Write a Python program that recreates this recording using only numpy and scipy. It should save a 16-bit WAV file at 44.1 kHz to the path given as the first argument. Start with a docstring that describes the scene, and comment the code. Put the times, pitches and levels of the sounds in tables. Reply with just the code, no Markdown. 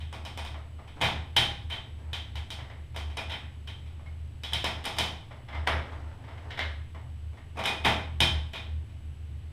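"""A plastic pet flap in a wooden door ticks on its frame, swings back and slams on its catch: damped modes and noise bursts.
A small dog noses the flap, leans through and withdraws: padded bumps, and fur rubbing the frame as grainy noise.
The place is a bare hallway, heard as an echo off the facing wall and a diffuse tail whose treble dies first.
A machine somewhere in the house hums low and throbs: a narrow noise band, with thin tones and still air around it."""
import sys
import numpy as np
from scipy import signal
from scipy.fft import rfft, irfft, next_fast_len
from scipy.io import wavfile
from scipy.ndimage import map_coordinates

SR = 44100
rng = np.random.default_rng(int(sys.argv[2]) if len(sys.argv) > 2 else 0)


def wav_out(sig):
    """Save sig, one row per channel (or a flat mono array), as 16-bit PCM at SR to the path in sys.argv[1]."""
    wavfile.write(sys.argv[1], SR, np.round(np.clip(np.atleast_2d(sig).T, -1, 1) * 32767).astype(np.int16))


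N = 419829  # samples in the scene
T = np.arange(int(.8 * SR)) / SR  # time axis of one blow, s
HZ = np.fft.rfftfreq(len(T), 1 / SR)
HEAD = int(.06 * SR)  # samples in the loud first part of a blow


def amp(db):
    """Decibels to gain."""
    return 10 ** (np.asarray(db) / 20)


def unit(x):
    """Scale to rms 1."""
    return x / np.sqrt(np.mean(x ** 2) + 1e-20)


def unit_head(x):
    """Scale a blow so that its loud first part has rms 1."""
    return x / np.sqrt(np.mean(x[:HEAD] ** 2) + 1e-20)


def along(points, hz):
    """Read a curve of (pitch_hz, value) points on a log pitch axis."""
    point_hz, value = np.transpose(points)
    return np.interp(np.log(hz + 1), np.log(point_hz + 1), value)


def wobble(rate):
    """A smooth random curve with the given number of knots a second."""
    knots = rng.standard_normal(int(N * rate / SR) + 4)
    return map_coordinates(knots, [np.arange(N) * rate / SR])


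def noise(spectrum):
    """Noise of rms 1, coloured by a spectrum."""
    m = next_fast_len(N + 8192)
    white = rfft(rng.standard_normal(m))
    gain = amp(along(spectrum, np.fft.rfftfreq(m, 1 / SR)))
    return unit(irfft(white * gain, m)[:N])


def colour(x, points):
    """Causal filter for one blow, with the gain of (pitch_hz, gain_db) points."""
    # folding the cepstrum gives minimum phase, so nothing sounds before the blow
    cepstrum = irfft(np.log(np.maximum(amp(along(points, HZ)), 1e-4)))
    cepstrum[1:len(T) // 2] *= 2
    cepstrum[len(T) // 2:] = 0
    return irfft(rfft(x) * np.exp(rfft(cepstrum)))


def add(track, s, sound):
    """Mix a sound into the track at a time in seconds."""
    start = max(0, round(s * SR))
    track[start:start + len(sound)] += sound[:max(0, N - start)]


def delayed(x, seconds):
    """One blow, later by the given time."""
    return np.interp(T - seconds, T, x, left=0)


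# decay of the bare hallway: pitch_hz [Hz], t60_s [s]
HALL_DECAY = [(150, 0.72), (700, 0.52), (1840, 0.49), (4850, 0.44), (12800, 0.32)]


def hall_tail():
    """Diffuse hallway echo of energy 1: noise that builds up, then dies, treble first."""
    hz, t, grid = signal.stft(rng.standard_normal(len(T)), SR, nperseg=256)
    decay = amp(-60 * t / along(HALL_DECAY, hz)[:, None])
    tail = signal.istft(grid * decay, SR, nperseg=256)[1][:len(T)]
    tail *= 1 - np.exp(-T / 0.005)
    return tail / np.linalg.norm(tail)


# rumble of the distant machine, a narrow band that beats with itself:
# pitch_hz [Hz], level_db [dB per Hz, relative]
HUM_BAND = [(55, -57), (67, -26.5), (72, -6), (75, -4.5), (77.5, -4), (81, -5.5), (84, -15.5), (95, -50),
            (200, -120)]
# uneven level of the hum, with random wavering and quick dips, before its depth is scaled:
# start_s [s], level_db [dB]
HUM_WAVERING = [(0.0, -40), (0.79, -40.5), (1.01, -56), (1.03, -38.5), (2.41, -37.5), (2.46, -48.5),
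                (3.37, -31), (3.42, -45), (5.12, -38), (5.41, -58), (5.62, -30.5), (5.86, -39.5),
                (6.79, -38.5), (7.77, -46), (8.38, -25.5), (8.48, -39.5), (9.44, -37.5), (9.52, -44)]


def hum(level_db=0.23, throb=0.88, depth=.7):
    """A machine's low drone: neighbouring pitches in a narrow band beat, so it wavers and throbs."""
    drone = signal.hilbert(noise(HUM_BAND), next_fast_len(N))[:N]
    db = np.interp(np.arange(N) / SR, *np.transpose(HUM_WAVERING))
    uneven_db = db.mean() + depth * (db - db.mean())
    # a throb under 1 evens out the beats
    throbbing = np.abs(drone) ** throb * np.cos(np.angle(drone))
    return amp(level_db + uneven_db) * unit(throbbing)


def tone(hz, drift_hz, rate):
    """A sine of rms 1 whose pitch wanders."""
    return np.sqrt(2) * np.sin(2 * np.pi * np.cumsum(hz + drift_hz * wobble(rate)) / SR)


# faint tones in the house, around which pitch and level wander: pitch_hz [Hz], level_db [dB]
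THIN_TONES = [(101.5, -54), (124, -60.5), (240, -69.5), (301.5, -76.5), (2998, -77.5), (7903, -85.5),
              (7951, -79.5)]
# still air of the hallway: pitch_hz [Hz], level_db [dB per Hz, relative]
STILL_AIR = [(20, -3.5), (34, -9), (48, -8), (62, -19), (90, -10.5), (103, 1.5), (128, 1), (155, -14),
             (330, -19.5), (500, -26.5), (800, -28.5), (1300, -33), (3000, -31.5), (5500, -46),
             (8000, -48.5), (11000, -46.5), (13500, -61.5), (15000, -50)]


def house(lines_db=0, air_db=-48.5):
    """The low hum, a few thin wandering tones and the still air of the hallway as steady noise."""
    lines = sum(amp(db + wobble(4.3)) * tone(hz, drift_hz=1.45, rate=8) for hz, db in THIN_TONES)
    return hum() + amp(lines_db) * lines + amp(air_db) * noise(STILL_AIR)


def burst(seconds):
    """A rough contact of energy 1: noise that builds and dies on the given time scale."""
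    u = T / max(seconds, 1e-4)
    push = rng.standard_normal(len(T)) * np.sqrt(u) * np.exp(-u)
    return push / np.linalg.norm(push)


def ring(modes, scatter_db, attack, detune=0.00092):
    """Damped modes, struck at new strengths each time; the load on the part shifts them slightly."""
    hz, db, t60 = np.transpose(modes)[:, :, None]
    hz = hz * (1 + detune * rng.standard_normal(hz.shape))
    level = db + scatter_db * rng.standard_normal(hz.shape)
    phase = 2 * np.pi * rng.random(hz.shape)
    partials = amp(level - 60 * T / t60) * np.sin(2 * np.pi * hz * T + phase)
    return unit_head(np.sum(partials, axis=0) * (1 - np.exp(-T / attack)))


def body(tilt, resonances, scatter_db):
    """(pitch_hz, gain_db) points of a plastic part: a smooth slope with humps that vary with where it is struck."""
    humps = sum((db + scatter_db * rng.standard_normal()) * np.exp(-((HZ - hz) / width) ** 2 / 2)
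                for hz, width, db in resonances)
    return np.column_stack([HZ, along(tilt, HZ) + humps])


# edges between the ranges of door wood, frame, flap ring and edge tick: pitch_hz [Hz]
PART_RANGES = [400, 1400, 2800, 4300, 15000]


def balance(blow, part_db):
    """Where the flap lands decides how strongly wood, frame, flap and edge sound."""
    power = 2 * np.abs(rfft(blow[:HEAD], len(T))) ** 2 / (HEAD * len(T))
    points = []
    for lo, hi, db in zip(PART_RANGES, PART_RANGES[1:], part_db):
        gain = db - 10 * np.log10(power[(HZ >= lo) & (HZ < hi)].sum())
        points += [(lo * 1.1, gain), (hi / 1.1, gain)]  # gaps let the gain glide between parts
    return colour(blow, points)


# flap and frame modes: pitch_hz [Hz], level_db [dB, relative], t60_s [s]
PLASTIC_MODES = [(648, -9, 0.57), (787, -18, 0.46), (812, -6, 0.49), (891, -9.5, 0.572), (1113, -16, 0.81),
                 (2331, -18, 0.35), (2450, -22, 0.58), (3090, -4.5, .38), (2995, 8, 0.085), (3117, 1, 0.39),
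                 (3140, -8, 0.27), (3290, -5, .32), (3550, -14, 0.47), (3800, -2, 0.16), (3870, 0, .18),
                 (3900, -6, 0.36), (5130, -11.5, 0.085)]


def blows(rows, parts, tilt, resonances, direct_db, wall_db, ring_db,
          wall_s=.015, fresh_db=-5, dull_db=-4, lead_db=-16, damping_db=0.47):
    """Each contact cracks, returns from the facing wall, fills the hall and rings the plastic."""
    track, hall = np.zeros(N), hall_tail()
    share_db, per_brightness, per_softness = np.transpose(parts)
    for s, contact_ms, level_db, bright_db in rows:
        contact = max(contact_ms, 1.3) / 1000  # s
        crack = burst(contact)
        # the flap stays in one place, so much of the echo is the same each time
        echo = (hall + amp(fresh_db) * hall_tail()) * (1 - np.exp(-T / contact))
        # the path by way of the wall is about 5 m longer than the direct one
        wall = amp(wall_db) * delayed(burst(2.0 * contact), wall_s)
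        # walls and mat soak up the treble, so the direct crack is the brightest part
        echo = colour(echo + wall, [(4000, 0.0049), (10000, dull_db)])
        shape = body(tilt, resonances, scatter_db=2)
        clack = unit_head(colour(amp(direct_db) * crack + echo, shape))
        # a slow, padded contact rings the plastic less
        ringing = ring(PLASTIC_MODES, scatter_db=0.5, attack=contact + 0.0018)
        ringing = amp(ring_db - damping_db * contact_ms) * ringing
        # a bright blow favours the flap over the wood; a slow one loses its edge tick
        part_db = level_db + share_db + per_brightness * bright_db + per_softness * np.log10(contact_ms)
        blow = balance(clack + ringing, part_db)
        add(track, s, blow)
        # a weak, fading copy of the blow leads it by the contact time and softens the onset
        add(track, s - contact, amp(lead_db) * blow * np.exp(-T / 0.014))
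    return track


# the flap striking its frame: start_s [s], contact_ms [ms], level_db [dB before part shares and trim],
# bright_db [dB, flap ring over door wood]
FLAP_KNOCKS = [(.004, 4.2, -56, 6.5), (.127, 1.9, -49, -5), (.251, 1, -48, 0), (.375, 1.4, -45, -3),
               (.449, 1.5, -49, 2), (.874, 5.6, -58.5, 1), (1.012, 6.5, -31, 0), (1.04, 3, -35.5, 3.5),
               (1.365, 2.05, -28.5, 9), (1.699, 5.3, -46, 6), (1.721, 6.5, -45.5, 4.5), (2.131, 2, -43, 9),
               (2.355, 2.1, -48, 4), (2.504, 0.63, -47, 7), (2.945, 4.4, -56, -10), (2.962, 1.4, -45, -0.5),
               (3.099, 4.2, -58.5, 0), (3.17, 2.1, -41, -1), (3.295, 7.6, -44.5, 6), (3.318, 5.5, -45, 2.5),
               (3.674, 2.8, -50.5, 8.5), (3.86, 6.2, -64, 1), (4.435, 0.97, -45.5, 8.5),
               (4.522, 5.6, -48, -10.5), (4.533, 1.5, -38, 14.5), (4.642, 1.9, -35, 0),
               (4.841, 2.5, -45, 1), (4.853, 1.4, -39.5, 1), (4.966, 2.7, -46.5, -6), (4.985, 1, -33, 3.5),
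               (7.569, 8.5, -45.5, -14), (7.589, 7, -41.5, -6), (7.638, 2.3, -40, -0.5),
               (7.655, 3, -34.5, 3.5), (7.68, 2.8, -40.5, 2), (7.847, 6.9, -27.5, -2),
               (7.861, 3.2, -38.5, 7), (7.9, 1.9, -45.5, 0), (8.204, 1.2, -28.5, 7.5),
               (8.533, 4.4, -45.5, 2.5), (8.556, 6.2, -48, 6.5), (8.893, 4, -68.5, -2)]
# how door wood, frame, flap ring and edge tick (one row each) share a knock:
# share_db [dB], per_brightness [dB per dB], per_softness [dB per tenfold contact time]
FLAP_SHARES = [(0, -.5, 0), (-0.96, 0, 2), (0.5, .5, -2), (-5.5, 0.03, -8.5)]
# smooth slope of the flap's sound: pitch_hz [Hz], level_db [dB per Hz, relative]
FLAP_SLOPE = [(60, -33), (195, -7.5), (250, -6.5), (420, -9), (700, -6.5), (1500, -9), (2300, -5.5),
              (2750, -8.5), (3400, -6), (4400, -15.5), (7000, -23), (11500, -28), (15500, -36.5)]
# broad resonances of the flap: pitch_hz [Hz], width_hz [Hz], lift_db [dB]
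FLAP_HUMPS = [(865, 196, 5), (2450, 46, 3), (3107, 127, 9), (3653, 310, 9), (5220, 210, 4.5),
              (8830, 240, 7.5)]


def knocks(level_db=-.5):
    """The flap ticks and slams on its frame: sharp contacts with plenty of plastic ring."""
    track = blows(FLAP_KNOCKS, FLAP_SHARES, FLAP_SLOPE, FLAP_HUMPS, direct_db=-6, wall_db=-12.0, ring_db=-5.5)
    return amp(level_db) * track


# the dog bumping the open flap and frame: start_s [s], contact_ms [ms],
# level_db [dB before part shares], bright_db [dB, roughly flap ring over door wood]
DOG_BUMPS = [(.543, 1.9, -56, -14.5), (.786, 7.7, -61.5, -17.5), (2.588, 3.1, -53.5, -7.5),
             (2.699, 4.2, -56.5, -7.5), (3.993, 3.7, -67, -16), (4.059, 6, -64, -7),
             (5.308, 10, -56.5, -10.5), (5.484, 7.5, -53, -5.5), (5.525, 9.5, -53, -8),
             (5.546, 8.7, -49, -7.5), (5.672, 4.2, -32, -5), (5.921, 5, -56, -13), (6.239, 4.6, -62.5, -7),
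             (6.275, 26, -56, -10.5), (6.374, 7.5, -59.5, -6.5), (6.505, 6, -49.5, 5),
             (6.574, 6.9, -46, -1), (6.592, 1.37, -39, 3), (6.946, 6.3, -57.5, -13), (7.37, 6.2, -62, -8.5)]
# how door wood, frame, flap ring and edge tick (one row each) share a bump:
# share_db [dB], per_brightness [dB per dB], per_softness [dB per tenfold contact time]
BUMP_SHARES = [(-1.26, -0.49, 0.5), (3, 0.16, -1), (-1.1, .5, 0), (-13.5, 0.35, -0.5)]
# smooth slope of the frame's sound: pitch_hz [Hz], level_db [dB per Hz, relative]
FRAME_SLOPE = [(60, -35), (200, -7), (420, -5.5), (700, -1), (1500, -6), (2500, -14.5), (3600, -17),
               (4600, -16), (7000, -24.5), (15500, -39)]
# broad resonances of the frame while the dog leans on it: pitch_hz [Hz], width_hz [Hz], lift_db [dB]
FRAME_HUMPS = [(574, 50, 2.5), (880, 167, 4.5), (1240, 95, 3), (2070, 270, 9.5), (3220, 370, 7),
               (5200, 300, 7)]


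def bumps(level_db=0):
    """The dog's head and legs damp the flap and knock the frame, so the plastic hardly rings."""
    track = blows(DOG_BUMPS, BUMP_SHARES, FRAME_SLOPE, FRAME_HUMPS, direct_db=-2.5, wall_db=-12, ring_db=-28.0)
    return amp(level_db) * track


# strokes of fur and muzzle on flap and frame: start_s [s], length_s [s], level_db [dB before trim]
FUR_STROKES = [(0.952, 0.026, -47), (1.973, 0.18, -56), (5.467, 0.29, -55), (5.76, 0.21, -49.5),
               (5.974, 0.52, -55.5), (6.424, 0.27, -53), (7.32, 0.036, -56), (7.546, .05, -48)]
# rub of fur on plastic: pitch_hz [Hz], level_db [dB per Hz, relative]
FUR_RUB = [(120, -39), (200, -14), (242, -1), (430, -7), (999, -4), (1290, -13.5), (2010, -13.5),
           (2560, -19.5), (9000, -41.5), (11700, -69), (19800, -120)]
STROKE_ATTACK_S, STROKE_RELEASE_DB_PER_S = 0.018, 133


def rubbing(level_db=-2.0, catch_db=5, hall_db=2):
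    """Fur catches and slips in fine grains, blurred by the hall; each stroke swells, holds and fades."""
    t = np.arange(N) / SR
    pressure = np.zeros(N)
    for s, length, db in FUR_STROKES:
        swell = np.clip((t - s) / STROKE_ATTACK_S, 0, 1)
        fade_db = STROKE_RELEASE_DB_PER_S * np.maximum(t - s - length, 0)
        pressure += swell * amp(db - fade_db)
    drag = unit(noise(FUR_RUB) * amp(catch_db * wobble(260)))
    echo = signal.fftconvolve(drag, hall_tail())[:N]
    return pressure * amp(level_db) * unit(drag + amp(hall_db) * echo)


# door panel modes: pitch_hz [Hz], level_db [dB, relative], t60_s [s]
DOOR_MODES = [(23, -31, .5), (36.4, -6, 1), (73, -11, 0.42), (109.4, -1, 1), (120.6, 6, 0.44),
              (159.4, 1.5, 0.74), (246.6, -1.5, 0.29), (285, -11, 0.266), (342.6, -6.5, .45)]
# hard blows that shake the door and snap the catch:
# start_s [s], thud_db [dB before trim], snap_db [dB before trim]
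HARD_BLOWS = [(1.012, -33.5, -59), (1.367, -32, -36), (3.171, -69, -50), (4.534, -42.5, -42),
              (4.642, -49.5, -45), (4.855, -46, -42.5), (4.986, -38.5, -37.5), (5.673, -41, -43.5),
              (7.658, -50, -43), (7.85, -34.5, -64), (8.205, -31.5, -39)]


def thuds(level_db=-1):
    """Hard blows set the door panel booming in its low modes."""
    track = np.zeros(N)
    for s, thud_db, _ in HARD_BLOWS:
        add(track, s, amp(thud_db + level_db) * ring(DOOR_MODES, scatter_db=2.5, attack=0.0095))
    return track


SNAP_LAG_S = 0.0022  # the catch snaps this long after the blow


def snaps(echo_db=-5, level_db=-6):
    """The catch gives a short bright snap: a tiny noise burst and its hall echo, lifted in the treble."""
    bright = [(1500, -51), (5200, 15.0), (7000, -3), (9200, 9.0), (15000, -9)]  # Hz, dB
    track = np.zeros(N)
    for s, _, snap_db in HARD_BLOWS:
        snap = colour(burst(0.00066) + amp(echo_db) * hall_tail(), bright)
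        add(track, s + SNAP_LAG_S, amp(snap_db + level_db) * unit_head(snap))
    return track


# contacts that leave one mode singing:
# start_s [s], pitch_hz [Hz, before slight detuning], level_db [dB before trim and flutter], t60_s [s]
SINGING_MODES = [(1.366, 3120, -24, .26), (1.367, 813, -36, 0.51), (1.714, 3112, -42, 0.33),
                 (2.133, 3135, -51, 0.36), (3.172, 2430, -46, .4), (3.311, 3100, -40.5, 0.23),
                 (4.06, 2170, -64, .39), (4.437, 3380, -42.5, .26), (4.987, 3050, -42, 0.46),
                 (5.527, 2080, -50.5, 0.35), (5.674, 2285, -38.5, 0.35), (6.594, 2115, -39.5, 0.44),
                 (7.372, 1873, -62, 0.27), (7.66, 2466, -37, 0.62), (8.206, 3115, -27, 0.35),
                 (8.212, 2446, -32, 0.31), (8.556, 2470, -52.5, 0.36)]


def singing(level_db=-2, flutter_db=6.0):
    """A freely swinging part rings on in one damped mode, and the tone flutters in level."""
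    track = np.zeros(N)
    for s, hz, db, t60 in SINGING_MODES:
        add(track, s, amp(db + level_db) * ring([(hz, 0, t60)], scatter_db=0, attack=0.0013))
    return track * amp(flutter_db * wobble(70))


def scene(side_db=-81, spread_db=-35):
    """The sources reach both channels nearly alike; the channels differ only by a very faint, blurred copy of
    the flap's sounds and a faint noise."""
    flap = knocks() + bumps() + singing() + snaps() + thuds() + rubbing()
    mono = flap + house()
    diffuse = colour(hall_tail(), [(100, -20), (600, -9), (3000, -2.5), (9000, 7)])
    side = amp(spread_db) * signal.fftconvolve(flap, diffuse)[:N]
    side = side + amp(side_db) * noise([(30, 9), (1000, 4), (4000, -2.0), (15000, -22)])
    return np.array([mono + side, mono - side])


TOP_HZ = 15500


def record(dry):
    """The microphone side keeps nothing above its band limit."""
    m = next_fast_len(N + SR // 2)
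    kept = np.fft.rfftfreq(m, 1 / SR) < TOP_HZ
    return irfft(rfft(dry, m) * kept, m)[:, :N]


dry = scene()
out = record(dry)
wav_out(out)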